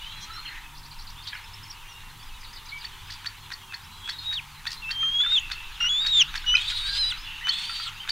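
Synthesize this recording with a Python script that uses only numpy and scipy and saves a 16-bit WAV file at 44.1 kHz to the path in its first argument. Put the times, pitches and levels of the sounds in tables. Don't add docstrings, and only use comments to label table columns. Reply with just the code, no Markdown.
import sys
import numpy as np
from scipy import signal
from scipy.io import wavfile
from scipy.ndimage import uniform_filter1d

SR = 44100
rng = np.random.default_rng(int(sys.argv[2]) if len(sys.argv) > 2 else 0)


def pcm_store(signal):
    levels = np.round(np.clip(np.atleast_2d(signal), -1, 1) * 32767)
    wavfile.write(sys.argv[1], SR, levels.astype(np.int16).T)


N = 357651

# (time [s], pitch [Hz], level [dB])
FIRST_VOICE = [
    [(3.9, 3280, -61), (4.03, 3294, -48), (4.06, 3340, -37.5), (4.124, 3420, -38.5)],
    [(4.126, 3900, -40.5), (4.22, 3700, -45), (4.27, 3776, -29), (4.36, 3794, -32.5)],
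    [(4.82, 2790, -40), (4.85, 2595, -34.5), (4.914, 2727, -32)],
    [(4.916, 3190, -39), (4.97, 3162, -31), (5.038, 3182, -23.5), (5.1, 3203, -26), (5.13, 3243, -28.5),
     (5.19, 3310, -21), (5.21, 3340, -20), (5.218, 3460, -22), (5.254, 3537, -27), (5.278, 3627, -24.5),
     (5.298, 3601, -27), (5.32, 3724, -22), (5.346, 3716, -22)],
    [(5.803, 2790, -25), (5.848, 2822, -26), (5.865, 2880, -23.5), (5.872, 2950, -25.5), (5.889, 2975, -27)],
    [(5.891, 3330, -22.5), (5.964, 3475, -25), (6, 3580, -25.5), (6.018, 3770, -24.5), (6.04, 3740, -26),
     (6.108, 3830, -25.5), (6.156, 3610, -19.5), (6.19, 3560, -17.5)],
    [(6.462, 2930, -31), (6.484, 2941, -23), (6.55, 2997, -22), (6.6, 3170, -32), (6.66, 3520, -34.5),
     (6.716, 3850, -31), (6.735, 3780, -30), (6.76, 3860, -31.5), (6.83, 3740, -32), (6.86, 3770, -28.5),
     (6.9, 4015, -32), (6.95, 4000, -34.5), (7.012, 4120, -24), (7.035, 3910, -23), (7.098, 3990, -29)],
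    [(7.43, 2970, -48), (7.45, 2990, -30), (7.505, 3090, -26.5), (7.515, 3400, -30.5), (7.62, 3530, -35.5),
     (7.72, 3594, -42), (7.79, 3700, -45), (7.855, 3750, -37)],
]
# (time [s], pitch [Hz], level [dB])
SECOND_VOICE = [
    [(3.8, 3850, -66), (3.95, 3960, -51.5), (4.12, 3980, -62.5)],
    [(6.61, 4240, -45), (6.72, 4750, -45), (6.8, 4565, -46), (6.86, 4380, -34), (6.886, 4730, -38),
     (6.95, 4830, -36), (7.008, 5126, -34), (7.035, 4930, -39), (7.098, 4850, -34), (7.125, 3705, -49)],
    [(7.52, 3970, -40), (7.56, 4366, -38), (7.636, 4370, -36), (7.67, 4559, -40), (7.79, 4595, -35),
     (7.83, 4670, -41), (7.866, 4330, -40), (7.89, 3590, -51)],
]
# (end of held part [s], closing fall [s], pitch share fallen to [1], octave re tone [dB])
CALL_ENDS = [(4.359, 0.043, 0.58, -29), (5.345, 0.045, 0.79, -23.5), (6.19, 0.038, 0.74, -13),
             (7.098, .03, .65, -19), (7.855, 0.043, 0.75, -20.5)]
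# (time [s], rasp [0-1])
RASP = [(4, .5), (4.24, .6), (4.28, .08), (5.19, .04), (5.3, .12), (5.4, .2), (5.8, .3), (5.9, .05),
        (6.05, .1), (6.2, .25), (6.55, .05), (6.59, .8), (6.8, .6), (6.85, .15), (6.9, .8), (6.97, .8),
        (6.99, .12), (7.49, .1), (7.52, .6), (7.7, .7), (7.8, .85)]
# (time [s], depth [dB])
CATCHES = [(5.11, -10), (5.14, -4), (5.182, -5)]
RASP_HZ = 290.4
OCTAVE_DB_PER_KHZ = -19.5
OCTAVE_GROWTH = 0.4
FALL_MIDDLE_DB, FALL_END_DB = 2.5, -3
FALL_EARLY = 0.42

# (time [s], level [dB], squeak level [dB], squeak delay [ms], snap re level [dB])
CHUCKS = [(1.2573, -47, -38, 20, 6), (2.83, -40, -27, 24, 0), (3.0852, -39.5, -48, 23, 0),
          (3.246, -31.5, -22.5, 27, -2.5), (3.504, -32.5, -28.5, 36, -0.5),
          (3.724, -32.5, -27.5, 23.4, -4.5), (4.077, -30, -27.5, 28, -0.5), (4.3146, -33, -26, 27, 0),
          (4.6547, -28.5, -24.5, 24, 0), (4.893, -31.5, -23, 25.5, 0), (5.5009, -29, -29, 31.7, -2),
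          (6.0501, -27.5, -18.5, 19.6, 3), (6.3416, -25.5, -26.5, 38, -0.5), (7.471, -21.5, -13, 24.5, -8),
          (8.0766, -28.5, -19.5, 28.6, 0)]
# (frequency [Hz], level [dB])
CLICK_RING = [(1600, 0), (2500, -1), (3600, -5), (6000, -16)]
# (time in chuck [ms], pitch [Hz])
SNAP_GLIDE = [(13, 3400), (17, 3650), (23, 5000), (32, 5500)]
CLICK_DB, BUZZ_DB = 1, -2.5
SNAP_START_MS, SNAP_RISE_MS = 11.6, 1.4
SNAP_DROP_AFTER_MS, SNAP_DROP_DB, SNAP_FADE_DB_PER_MS = 10, -10, -0.6984

# (time [s], level [dB], pitch [Hz])
CLUCKS = [(1.3298, -43.5, 1670), (1.352, -48, 1486), (5.8581, -45, 1440), (5.0288, -42.5, 1300),
          (5.203, -46.5, 1430), (5.235, -43.5, 1676), (5.2471, -45, 1560), (5.261, -42.5, 1400),
          (5.3188, -45, 1493), (5.8067, -41.5, 1400), (5.8416, -41.5, 1456), (6.4418, -47, 1535),
          (6.54, -36, 1440), (6.7196, -46.5, 1456), (6.888, -43.5, 1607), (6.9523, -51, 1455),
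          (7.121, -44.5, 1456), (7.6946, -44, 1367), (7.7979, -45.5, 1335)]
# (factor on pitch [1], level re cluck [dB])
CLUCK_PARTIALS = [(1, 17), (1.4, 10.5), (1.9, 12)]
# (time [s], length [s], pitch [Hz], level [dB], octave level [dB])
PIPS = [(6.549, 0.013, 2513, -11, -26), (6.566, 0.0061, 4010, -20.5, -56), (5.212, .006, 3780, -27, -56),
        (5.393, 0.01, 6800, -37, -70)]
CLUCK_RISE_S, CLUCK_T60_S, CLUCK_TICK_DB = 0.0018, 0.043, 1.5

# (time [s], length [s], # start
# [Hz], middle [Hz], end [Hz], level [dB])
NOTES = [(0.001, 0.11, 2810, 3056, 3220, -44), (0.094, 0.17, 3190, 3320, 3180, -48),
         (0.087, 0.19, 3900, 4040, 4100, -49), (0.257, 0.061, 1310, 1304, 1380, -48.5),
         (0.3, 0.11, 3980, 4080, 4445, -44.5), (0.36, 0.0262, 1584, 1290, 1050, -42.5),
         (0.373, 0.144, 4200, 4220, 4160, -46.5), (0.329, 0.043, 5300, 5500, 5370, -52.5),
         (1.677, 0.014, 5470, 5300, 4700, -47), (0.533, 0.116, 3050, 3130, 3230, -60),
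         (0.452, 0.02, 3300, 2990, 2370, -40.5), (1.155, 0.048, 2700, 3430, 3660, -50),
         (1.219, 0.03, 4180, 4680, 5700, -46), (1.24, 0.04, 4400, 3400, 3200, -44.5),
         (1.364, 0.019, 4100, 4400, 3400, -45), (1.695, 0.027, 4800, 5620, 3870, -41.5),
         (1.871, 0.071, 5870, 5760, 5200, -55), (1.785, 0.33, 2720, 2810, 2665, -55.5),
         (3.57, .14, 3520, 3260, 3170, -57), (7.161, 0.1, 4760, 5120, 5080, -53),
         (2.713, 0.052, 2140, 2294, 2220, -38.5), (3.685, 0.053, 2660, 2620, 2310, -48),
         (4.182, 0.02, 4450, 4250, 4160, -38.5), (4.766, 0.019, 3800, 4130, 4080, -40.5),
         (6.004, 0.041, 4260, 4750, 4260, -42), (6.271, 0.034, 2950, 3830, 3450, -39.5),
         (6.472, 0.037, 3010, 3940, 3530, -43), (6.83, 0.16, 1620, 1590, 1692, -46),
         (7.105, 0.062, 3880, 3950, 3900, -43), (7.228, 0.062, 3480, 3435, 3430, -43.5),
         (7.408, 0.025, 1695, 1930, 2140, -44), (7.855, 0.02, 1244, 1384, 910, -40.5),
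         (7.95, 0.059, 2500, 2790, 3040, -44.5), (8, 0.027, 2950, 3160, 2970, -38.5)]
# (first [s], gap [s], repeats [1])
SONG_TIMES = [(.748, .08, 5), (1.34, .096, 4), (2.405, .124, 4)]
# (delay [s], length [s], start [Hz], middle [Hz], end [Hz], level re syllable [dB])
SYLLABLES = [(-45.5, 0.5, [(0, 0.0148, 5280, 4370, 3900, -2.5), (.019, 0.022, 4490, 4770, 6440, -6.5)]),
             (-49.5, 2.5, [(0.00095, 0.017, 4900, 5230, 5360, -0.5)]),
             (-46.5, -0.5, [(0.0016, 0.0186, 5150, 4950, 4400, -3), (.03, 0.02, 5400, 4400, 3550, 2),
             (0, 0.015, 3400, 6000, 6000, -7)])]
# (time [s], length [s], centre [Hz], pole width [Hz], throbs [1/s], base level [dB])
BUZZES = [(.43, .2, 1850, 500, 25, -51), (.19, .08, 5800, 1500, 12, -51),
          (1.265, .035, 4200, 1200, 28, -41), (1.31, .07, 2000, 1300, 85, -49),
          (3.1, .05, 4600, 1500, 60, -44), (4.7, .04, 4500, 2500, 80, -40), (5.27, .46, 2690, 160, 40, -47),
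          (7.24, .19, 2800, 250, 37, -44)]
TWITTER_PER_S, TWITTER_MAX_DB = 22, -55

# (frequency [Hz], t60 [s])
ECHO_T60 = [(1000, 0.27), (3000, 0.19), (6000, 0.048), (10000, 0.28)]
# (time [s], level [dB])
CHORUS_LEVEL = [(0, -45), (.55, -46.5), (.75, -53.5), (1.4, -48), (2.3, -51), (3.2, -47), (3.7, -51.5),
                (4.55, -49.5), (5.45, -45), (5.75, -44), (6.3, -42), (7.2, -41.5), (7.4, -44),
                (8.11, -44.5)]
# (frequency [Hz], relative density [dB/Hz])
CHORUS_COLOUR = [(1200, 7.5), (1700, 7), (2600, 9), (3600, 10), (4600, 0), (5300, -6.5), (7000, -5.5)]
# (time [s], level [dB])
WIND_LEVEL = [(0, -48.5), (.75, -44), (1.4, -51), (2.4, -44), (3.5, -53), (5.2, -48.5), (5.75, -40.5),
              (6.1, -46.5), (6.5, -37), (7.7, -49.5)]
# (frequency [Hz], relative density [dB/Hz])
WIND_COLOUR = [(12, 7.5), (26, -0.5), (40, -16), (62, -9.0)]
# (frequency [Hz], relative density [dB/Hz])
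RUMBLE_COLOUR = [(32, -29), (55, -6.5), (92, 0), (146, -20), (182, -14), (301, -20), (386, -24.5),
                 (661, -29.5)]
# (frequency [Hz], pole width [Hz], level [dB])
HUM_LINES = [(102.05, 6.2, -59), (144.1, 8.1, -60.5), (383, 3.1, -74.5)]
# (frequency [Hz], relative density [dB/Hz])
AIR_COLOUR = [(430, -110), (730, -6.5), (921, 8), (1410, -3.5), (2690, -16), (5070, -10), (15000, -14),
              (16000, -17)]
# (frequency [Hz], relative density [dB/Hz])
HISS_COLOUR = [(12, -28), (20, 17), (91, -6.5), (270, -27), (825, -27.5), (2910, -33), (7950, -9.5),
               (16000, -13.5)]
RUMBLE_DB, AIR_DB, HISS_DB = -55.5, -51.5, -62
EDGE_HZ = 15800


def gain_of(db):
    return 10 ** (np.asarray(db) / 20)


def evened(x):
    return x / np.sqrt(np.mean(x ** 2) + 1e-20)


def over_time(rows, column):
    rows = np.asarray(rows)
    return np.interp(np.arange(N) / SR, rows[:, 0], rows[:, column])


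def add(mix, s, sound):
    part = mix[max(round(s * SR), 0):][:len(sound)]
    part += sound[:len(part)]


def sine(hz):
    return np.sin(2 * np.pi * np.cumsum(hz) / SR)


def wander(size, hz):
    span = max(int(SR / hz), 1)
    once = uniform_filter1d(rng.standard_normal(size), span)
    return evened(uniform_filter1d(once, span))


def resonate(x, hz, width):
    turn = np.exp(2j * np.pi * np.cumsum(hz * np.ones(len(x))) / SR)
    r = np.exp(-np.pi * width / SR)
    low = x / turn
    for _ in range(2):
        low = signal.lfilter([1 - r], [1, -r], low)
    return 2 * (turn * low).real


def noise_band(size, hz, width):
    return evened(resonate(rng.standard_normal(size), hz, width))


def noise(colour, patchy_db, size=1024):
    frames, hz = 4 * N // size + 5, np.fft.rfftfreq(size, 1 / SR)
    a, b, patches = rng.standard_normal((frames, len(hz), 3)).T
    patches = uniform_filter1d(patches, 8, 0)
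    patches = evened(uniform_filter1d(patches, 10, 1))
    f, db = np.transpose(colour)
    shape_db = np.interp(np.log(hz + 1), np.log(f + 1), db, left=-100, right=-100)
    spectra = (a + 1j * b) * gain_of(shape_db[:, None] + patchy_db * patches)
    return evened(signal.istft(spectra, nperseg=size, noverlap=3 * size // 4)[1][:N])


def eagle():
    low_phase, hz, low_gain = whistle(FIRST_VOICE, flutter=0.00207)
    high_phase, high_hz, high_gain = whistle(SECOND_VOICE, flutter=0.0027)
    rasp, t = over_time(RASP, 1), np.arange(N) / SR
    catch_db = sum(db * np.exp(-((t - s) / 0.0038) ** 2) for s, db in CATCHES)
    low_gain = low_gain * gain_of(catch_db)
    octave = low_gain * gain_of(octave_per_call() + OCTAVE_DB_PER_KHZ * np.maximum(hz / 1000 - 3, 0))
    octave = octave * (low_gain / gain_of(-25)) ** OCTAVE_GROWTH
    low, high = np.exp(1j * low_phase), np.exp(1j * high_phase)
    between = np.exp(0.5j * (low_phase + high_phase))

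    flap = np.exp(2j * np.pi * np.cumsum(RASP_HZ * (1 + 0.25 * wander(N, 40))) / SR)
    low_fray, high_fray = frayed(rasp, flap), frayed(0.45 * rasp, flap)
    tones = low_gain * low * low_fray + octave * (low * low_fray) ** 2 + high_gain * high * high_fray

    ragged = wander(N, 60) + 1j * wander(N, 50)
    loose = wander(N, 70) + 1j * wander(N, 80)
    mixed = gain_of(-12) * low ** 2 / high * high_fray
    mixed = mixed + gain_of(-24) * high ** 2 / low
    mixed = mixed + gain_of(-7) * rasp ** 2 * between * ragged
    mixed = mixed + gain_of(-9) * rasp ** 2 * low ** 2 / between * loose
    mixed = mixed + gain_of(-21.5) * low * high * low_fray
    throat = high_hz < 4760
    mixed = mixed + gain_of(-19) * high ** 2 * low_fray * (1 + 0.5 * ragged) * throat
    voiced = tones + np.sqrt(low_gain * high_gain) * mixed

    tremble = gain_of(0.7 * wander(N, 90) + 1.0 * wander(N, 40))
    centre = np.where(hz > 0, hz, 3000)
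    hiss = noise_band(N, 0.91 * centre, 1900) + gain_of(-15.5) * noise_band(N, 1.87 * centre, 2800)
    loudness = uniform_filter1d(low_gain + high_gain, 900)
    hiss = hiss * rasp * loudness * gain_of(-5 + 3 * wander(N, 60))
    return np.sqrt(2) * tremble * voiced.real + hiss


def whistle(tables, flutter):
    hz, gain = np.zeros(N), np.zeros(N)
    for rows in map(closed, tables):
        a, b = round(rows[0][0] * SR), round(rows[-1][0] * SR)
        hz[a:b] = uniform_filter1d(over_time(rows, 1)[a:b], 220, mode="nearest")
        to_end = np.minimum(np.arange(b - a), np.arange(b - a)[::-1])
        gain[a:b] = gain_of(over_time(rows, 2)[a:b]) * np.minimum(to_end / (0.0016 * SR), 1)
    unsteady_hz = hz * (1 + flutter * wander(N, 119.0) + 0.00338 * wander(N, 50.4))
    return 2 * np.pi * np.cumsum(unsteady_hz) / SR, hz, gain


def closed(rows):
    s, hz, db = rows[-1]
    for end, fall, share, *_ in CALL_ENDS:
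        if abs(end - s) < 0.035:
            middle = (s + fall / 2, hz * (1 - FALL_EARLY * (1 - share)), db + FALL_MIDDLE_DB)
            return rows + [middle, (s + fall, hz * share, db + FALL_END_DB)]
    return rows


def octave_per_call():
    ends, *_, octave_db = np.transpose(CALL_ENDS)
    call = np.searchsorted(ends + 0.1, np.arange(N) / SR)
    return octave_db[np.minimum(call, len(ends) - 1)]


def frayed(rasp, flap):
    sides = wander(N, 110) * flap + wander(N, 110) / flap
    strands = (sides + 1j * wander(N, 400) + wander(N, 400)) / 2
    return np.sqrt(1 - rasp ** 2) + rasp * strands


def chucks():
    out, ms = np.zeros(N), np.arange(round(0.07 * SR)) / SR * 1000
    ring = sum(gain_of(db) * np.sin(2 * np.pi * hz * ms / 1000) for hz, db in CLICK_RING)
    click = ring * gain_of(-60 * ms / 11)
    since = ms - SNAP_START_MS
    rise_db = 30 * np.clip(since / SNAP_RISE_MS - 1, -3, 0)
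    fade_db = SNAP_DROP_DB + SNAP_FADE_DB_PER_MS * (since - SNAP_DROP_AFTER_MS)
    shape_db = np.where(since < SNAP_DROP_AFTER_MS, rise_db, fade_db)
    for s, db, squeak_db, delay_ms, snap_db in CHUCKS:
        add(out, s, gain_of(db + CLICK_DB) * click)
        add(out, s + 0.009, gain_of(db + CLICK_DB - 4) * click)

        snap_hz = np.interp(ms, *np.transpose(SNAP_GLIDE)) * (1 + 0.02 * wander(len(ms), 300))
        snap = sine(snap_hz) + gain_of(-26.0) * sine(2 * snap_hz)
        snap = snap + 0.65 * noise_band(len(ms), snap_hz, 2500)
        ragged_db = shape_db + np.clip(3 * wander(len(ms), 250), -9, 4)

        after = ms - delay_ms
        squeak_hz = (4500 - 25 * np.clip(after, -9, 9)) * (1 + 0.024 * wander(len(ms), 170))
        squeak = sine(squeak_hz) * np.exp(-(after / 3.75) ** 2)
        buzz = noise_band(len(ms), 1787, 560) * np.exp(-((ms - 17) / 4.7) ** 2)
        add(out, s, gain_of(db + snap_db + ragged_db) * snap)
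        add(out, s, gain_of(squeak_db) * squeak + gain_of(db + BUZZ_DB) * buzz)
    return out


def clucks():
    out, t = np.zeros(N), np.arange(round(0.03 * SR)) / SR
    shape = np.minimum(t / CLUCK_RISE_S, 1) * gain_of(-60 * t / CLUCK_T60_S)
    for s, db, hz in CLUCKS:
        partials = sum(gain_of(partial_db) * np.sin(2 * np.pi * (factor * hz * t + rng.random()))
                       for factor, partial_db in CLUCK_PARTIALS)
        tick = gain_of(CLUCK_TICK_DB) * noise_band(len(t), 1970, 1500)
        add(out, s, gain_of(db) * (partials + tick) * shape)
    return out


def pips():
    out = np.zeros(N)
    for s, length, hz, db, octave_db in PIPS:
        turns = hz * np.arange(round(length * SR)) / SR
        tone = gain_of(db) * np.sin(2 * np.pi * turns) + gain_of(octave_db) * np.sin(4 * np.pi * turns)
        add(out, s, np.sqrt(2) * tone * np.hanning(len(turns)))
    return out


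def songbirds():
    out = np.zeros(N)
    for row in NOTES:
        note(out, *row)
    for (first, gap, repeats), (db, step_db, strokes) in zip(SONG_TIMES, SYLLABLES):
        for k in range(repeats):
            for delay, *shape, stroke_db in strokes:
                note(out, first + k * gap + delay, *shape, db + k * step_db + stroke_db)
    for s, length, hz, width, throbs, db in BUZZES:
        t = np.arange(round(length * SR)) / SR
        throb = (1.2 - np.cos(2 * np.pi * throbs * t)) * signal.windows.tukey(len(t), 0.5)
        add(out, s, gain_of(db) * noise_band(len(t), hz, width) * throb)
    return out


def note(out, s, length, start_hz, middle_hz, end_hz, db):
    u = np.linspace(0, 1, round(length * SR))
    hz = np.polyval(np.polyfit([0, 0.5, 1], [start_hz, middle_hz, end_hz], 2), u)
    tone = sine(hz * (1 + 0.0045 * wander(len(u), 200)))
    level = gain_of(db + 3 * wander(len(u), 90)) * signal.windows.tukey(len(u), 0.4)
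    add(out, s, np.sqrt(2) * level * tone)


def twitter():
    out = np.zeros(N)
    for when, long, pitch, slide, soft in rng.random((round(TWITTER_PER_S * N / SR), 5)):
        hz = 2600 * 2 ** pitch
        middle_hz, end_hz = hz * (0.9 + 0.2 * slide), hz * (0.8 + 0.4 * slide)
        note(out, when * N / SR, 0.015 + 0.05 * long, hz, middle_hz, end_hz, TWITTER_MAX_DB - 8 * soft)
    return out


def wood_echo(x):
    taps = np.zeros(SR)
    at = np.arange(400, SR - 20, 20) + rng.integers(0, 20, (SR - 401) // 20)
    taps[at] = rng.choice([-1., 1.], len(at))
    hz, t, z = signal.stft(taps, SR, nperseg=256)
    t60 = np.interp(hz, *np.transpose(ECHO_T60))[:, None]
    tail = signal.istft(z * gain_of(-60 * t / t60), SR, nperseg=256)[1]
    return signal.fftconvolve(x, tail / np.linalg.norm(tail))[:N]


def chorus():
    return gain_of(over_time(CHORUS_LEVEL, 1)) * noise(CHORUS_COLOUR, patchy_db=2.5, size=512)


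def wind():
    return gain_of(over_time(WIND_LEVEL, 1)) * noise(WIND_COLOUR, patchy_db=2, size=4096)


def rumble():
    hum = sum(gain_of(db) * noise_band(N, hz, width) for hz, width, db in HUM_LINES)
    return gain_of(RUMBLE_DB) * noise(RUMBLE_COLOUR, patchy_db=2.5, size=4096) + hum


def air():
    return gain_of(AIR_DB) * noise(AIR_COLOUR, patchy_db=0.04)


def scene():
    near, calls, far = eagle(), chucks() + clucks() + pips(), songbirds() + twitter()
    echo = wood_echo(gain_of(-15) * near + gain_of(-8) * calls + gain_of(1) * far)
    high_pass = signal.butter(8, 800, "high", fs=SR, output="sos")
    birds = signal.sosfilt(high_pass, near + calls + far + echo)
    middle = birds + chorus() + wind() + rumble() + air()
    side = gain_of(HISS_DB) * noise(HISS_COLOUR, patchy_db=1.0)
    return np.array([middle + side, middle - side])


def record(dry):
    low_pass = signal.firwin(1023, EDGE_HZ, window=("kaiser", 9), fs=SR)
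    return signal.oaconvolve(dry, low_pass[None], "same")


dry = scene()
out = record(dry)
pcm_store(out)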